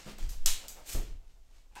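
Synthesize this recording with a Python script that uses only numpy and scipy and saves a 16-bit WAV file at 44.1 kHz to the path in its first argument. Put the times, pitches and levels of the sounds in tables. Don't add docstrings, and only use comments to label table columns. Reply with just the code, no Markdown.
import sys
import numpy as np
from scipy import signal
from scipy.fft import rfft, irfft, next_fast_len
from scipy.io import wavfile
from scipy.ndimage import map_coordinates

SR = 44100
rng = np.random.default_rng(int(sys.argv[2]) if len(sys.argv) > 2 else 0)


def pcm_store(signal):
    levels = np.round(np.clip(np.atleast_2d(signal), -1, 1) * 32767)
    wavfile.write(sys.argv[1], SR, levels.astype(np.int16).T)


N = 79380

# pitch_hz, decay_s
ROOM_DECAY = [(150, 0.48), (800, 0.31), (2500, 0.49), (6000, 0.35), (10000, 0.3), (15000, 0.3)]
# pitch_hz, gain_db
BACKGROUND_TONE = [(20, 11.5), (60, -38.5), (150, -20), (400, -17.5), (1000, -26), (3000, -38.5),
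                   (8000, -41), (10500, -45), (16000, -53)]

# time_s, level_db
GUST_LEVELS = [(0, -63), (.08, -46.5), (.18, -51), (.228, -31), (.35, -38.5), (.5, -41), (.64, -53),
               (.87, -54.5), (.94, -38.5), (.965, -27.5), (1.04, -39.5), (1.14, -36), (1.23, -49.5),
               (1.8, -56.5)]
# pitch_hz, gain_db
GUST_TONE = [(8, -7.5), (20, 6), (35, -2.5), (60, -14), (100, -23), (160, -34.5), (400, -44), (1500, -110)]

# start_s, level_db, decay_s, echo_db, tilt_db_per_octave
HAND_KNOCKS = [(1.712, -70, 0.055, 11, -4), (1.7538, -47.5, 0.027, 2, 5.5), (1.7605, -46.5, .03, 0.5, 1),
               (1.7655, -45.5, 0.073, 5.5, -0.5)]
# pitch_hz, gain_db
KNOCK_TONE = [(100, -21), (330, -5.5), (620, -21), (820, 3.5), (1000, 2.5), (1280, -20.5), (1550, -2.5),
              (1850, -12.5), (2550, -5), (3500, -16), (7500, -18.5), (16000, -38.5)]

# time_s, level_db
WHOOSH_LEVELS = [(0, -68), (.25, -63), (.42, -75), (.6, -61.5), (.7, -66), (.79, -54), (.9, -67),
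                 (1.08, -65.5), (1.2, -78)]
# pitch_hz, gain_db
WHOOSH_TONE = [(80, -2.5), (200, -4), (450, 1), (800, 2.5), (1300, -6), (2500, -12.5), (6000, -22)]
# time_s, level_db
RUSTLE_LEVELS = [(0, -51.5), (.045, -56.5), (.075, -53.5), (.12, -52.5), (.16, -69), (.21, -54), (.26, -68),
                 (.33, -58), (.41, -67), (.56, -60), (.66, -58), (.82, -64), (1.08, -61), (1.2, -84),
                 (1.3, -70.5), (1.39, -80), (1.5, -74.5), (1.57, -66), (1.67, -81.5), (1.74, -73)]
# pitch_hz, gain_db
RUSTLE_TONE = [(150, 4.5), (700, 3.5), (1300, 1.5), (2800, 4), (7000, 0.5), (8800, -3), (10200, -12.5),
               (13000, -10), (16000, -24)]
# time_s, level_db
SWISH_LEVELS = [(.83, -84), (.865, -49), (.885, -45), (.895, -37), (.912, -45.5), (.932, -37),
                (.955, -48.5), (.98, -54), (1.03, -90)]
# pitch_hz, gain_db
SWISH_TONE = [(200, -10), (1000, -13), (2500, -5.5), (4000, -4.5), (7200, 0.5), (8700, -2.5), (10200, -9.5),
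              (12800, -4), (16000, -14)]

# start_s, level_db, decay_s, echo_db, tilt_db_per_octave
CANOPY_FLAPS = [(.06, -51.5, .12, 7, 1.5), (.075, -50.5, 0.14, 1, 2), (.184, -46.5, .05, -2.5, 3),
                (.95, -39, 0.15, -1, -1.5), (.972, -47, 0.15, -4.5, -0.5), (.998, -47, 0.13, -8, 0)]
# pitch_hz, gain_db
FLAP_TONE = [(45, -1.5), (70, 4.5), (130, -5), (200, -2.5), (310, -0.5), (450, -5), (720, -6), (950, -15),
             (1400, -15.5), (9000, -38)]
# start_s, pitch_hz, level_db, decay_s
CANOPY_NOTES = [(.064, 209.5, -46, .45), (0.063, 151, -49, 0.301), (.952, 433, -49, 0.38),
                (.952, 325.5, -48, 0.4)]

# start_s, level_db, decay_s, echo_db, tilt_db_per_octave
RIB_TICKS = [(.184, -48.5, 0.038, 1.5, -2.5), (.228, -46.5, 0.017, 5.5, -5.5),
             (.6826, -34, 0.013, 2.5, 2.5)]
# pitch_hz, gain_db
FRAME_TONE = [(300, -33.5), (2000, -14), (4100, -7.5), (4700, -5.5), (5500, -2.5), (7000, -2), (8000, -3),
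              (9500, -10), (12600, -6), (14500, -13), (16000, -15.5)]
# time_s, level_db
SCRAPE_LEVELS = [(.28, -90.5), (.294, -43), (.31, -53.5), (.335, -53), (.37, -80.5)]
# pitch_hz, level_db, decay_s
STOP_NOTES = [(4730, -52.5, 0.17), (7050, -48, 0.15), (7980, -50, 0.097)]

# start_s, level_db
CATCH_HITS = [(.4601, -15), (.4608, -16), (.4622, -13), (.4635, -22)]
# pitch_hz, gain_db
SNAP_TONE = [(200, -45), (1500, -35), (3500, -25), (5000, -4.5), (6400, 3), (8700, 3.5), (9900, -13),
             (12500, 1), (16000, -30)]
# pitch_hz, gain_db
SNAP_ECHO_TONE = [(100, -17), (200, -10), (330, -20), (900, -4), (1300, -15.5), (1900, -6), (2500, -5),
                  (3200, -1.5), (4100, -0.5), (4800, -4.5), (6200, 1), (7800, -1), (9000, -2.5),
                  (10200, -12), (12500, -6), (16000, -19)]
# pitch_hz, level_db, decay_s
STEEL_NOTES = [(1530, -50, .25), (2915, -50, .42), (3321, -39, .37), (3456, -45, .3), (3883, -46, .4),
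               (3950, -42, .25), (4281, -45, .35), (5165, -50, .36), (5281, -47, .32), (6320, -40, .34),
               (7032, -44, .32), (7233, -45, .36), (8294, -48, .3), (9091, -49, .32)]


def amp(db):
    return 10 ** (np.asarray(db) / 20)


def unit(x):
    return x / np.sqrt(np.mean(x ** 2) + 1e-20)


def clock():
    return np.arange(N) / SR


def at_pitch(table, hz):
    pitches, values = np.transpose(table)
    return np.interp(np.log(hz + 1), np.log(pitches + 1), values)


def loudness(levels):
    return amp(np.interp(clock(), *np.transpose(levels)))


def wobble(rate_hz):
    points = rng.standard_normal(int(N * rate_hz / SR) + 4)
    return map_coordinates(points, [clock() * rate_hz])


def noise(tone, tilt_db_per_octave=0):
    hz = np.fft.rfftfreq(N, 1 / SR)
    octaves = np.log2(np.maximum(hz, 100) / 1000)
    gain = amp(at_pitch(tone, hz) + tilt_db_per_octave * octaves)
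    random_phases = np.exp(2j * np.pi * rng.random(len(hz)))
    return unit(irfft(gain * random_phases, N))


def fade(start_s, decay_s):
    age = clock() - start_s
    return (age >= 0) * np.exp(-np.log(1000) * np.maximum(age, 0) / decay_s)


def ring(notes, start_s):
    age = clock() - start_s
    return sum(amp(db) * fade(start_s, decay_s) * np.sin(2 * np.pi * hz * age)
               for hz, db, decay_s in notes)


def room_echo(sound, wall_delay_s=0.0025, build_s=0.0023):
    hz, times, spectrum = signal.stft(rng.standard_normal(SR), SR, nperseg=256)
    decay = np.exp(-np.log(1000) * times / at_pitch(ROOM_DECAY, hz)[:, None])
    tail = signal.istft(spectrum * decay, SR, nperseg=256)[1]
    age = np.maximum(np.arange(len(tail)) / SR - wall_delay_s, 0)
    tail *= 1 - np.exp(-age / build_s)
    return signal.fftconvolve(sound, tail / np.linalg.norm(tail))[:N]


def taps(hits, tone):
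    out = np.zeros(N)
    for start_s, db, decay_s, echo_db, tilt in hits:
        volume = amp(db) * fade(start_s, decay_s)
        direct, sent_a, sent_b = (volume * noise(tone, tilt) for _ in range(3))
        echo = (room_echo(sent_a) + room_echo(sent_b)) / np.sqrt(2)
        out += direct + amp(echo_db) * echo
    return out


def rubbing(levels, tone, roughness_db, slip_rate_hz, echo_db):
    slips = unit(amp(roughness_db * wobble(slip_rate_hz)))
    rub = loudness(levels) * slips * noise(tone)
    return (rub + amp(echo_db) * room_echo(rub)) / np.hypot(1, amp(echo_db))


def background(level_db=-66.5):
    return amp(level_db) * noise(BACKGROUND_TONE)


def pushed_air(surge_s=0.474, width_s=0.07, surge_hz=10, surge_db=-18.5):
    gusts = loudness(GUST_LEVELS) * noise(GUST_TONE)
    age = clock() - surge_s
    surge = -np.cos(2 * np.pi * surge_hz * age) * np.exp(-(age / width_s) ** 2)
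    return gusts + amp(surge_db) * surge


def hand_knock():
    return taps(HAND_KNOCKS, KNOCK_TONE)


def moving_cloth():
    whoosh = rubbing(WHOOSH_LEVELS, WHOOSH_TONE, roughness_db=5, slip_rate_hz=38, echo_db=-3)
    rustle = rubbing(RUSTLE_LEVELS, RUSTLE_TONE, roughness_db=1.5, slip_rate_hz=300, echo_db=-5.5)
    swish = rubbing(SWISH_LEVELS, SWISH_TONE, roughness_db=1, slip_rate_hz=860, echo_db=-0.5)
    return whoosh + rustle + swish


def canopy_thumps():
    drum = sum(ring([note], start_s) for start_s, *note in CANOPY_NOTES)
    return taps(CANOPY_FLAPS, FLAP_TONE) + drum


def rib_ticks():
    return taps(RIB_TICKS, FRAME_TONE)


def runner(stop_s=0.6826):
    scrape = rubbing(SCRAPE_LEVELS, FRAME_TONE, roughness_db=2.5, slip_rate_hz=850, echo_db=-2)
    return scrape + ring(STOP_NOTES, stop_s)


def catch_snap(decay_s=0.0055, echo_db=0.5):
    force = np.sqrt(sum((amp(db) * fade(start_s, decay_s)) ** 2 for start_s, db in CATCH_HITS))
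    echoes = [room_echo(force * noise(SNAP_ECHO_TONE)) for _ in CATCH_HITS]
    echo = sum(echoes) / np.sqrt(len(echoes))
    strength = np.sqrt(np.mean(force ** 2))
    crack = strength * unit(force * noise(SNAP_TONE))
    steel = ring(STEEL_NOTES, start_s=CATCH_HITS[0][0])
    return crack + steel + amp(echo_db) * echo


def scene():
    frame = catch_snap() + rib_ticks() + runner()
    fabric = moving_cloth() + canopy_thumps()
    return (frame + fabric + hand_knock() + pushed_air() + background())[None]


def record(dry):
    top_hz, edge_hz = 16250, 500
    size = next_fast_len(N + SR // 2)
    hz = np.fft.rfftfreq(size, 1 / SR)
    gain = np.clip((top_hz - hz) / edge_hz, 0, 1) ** 2
    return irfft(rfft(dry, size) * gain, size)[..., :N]


dry = scene()
out = record(dry)
pcm_store(out)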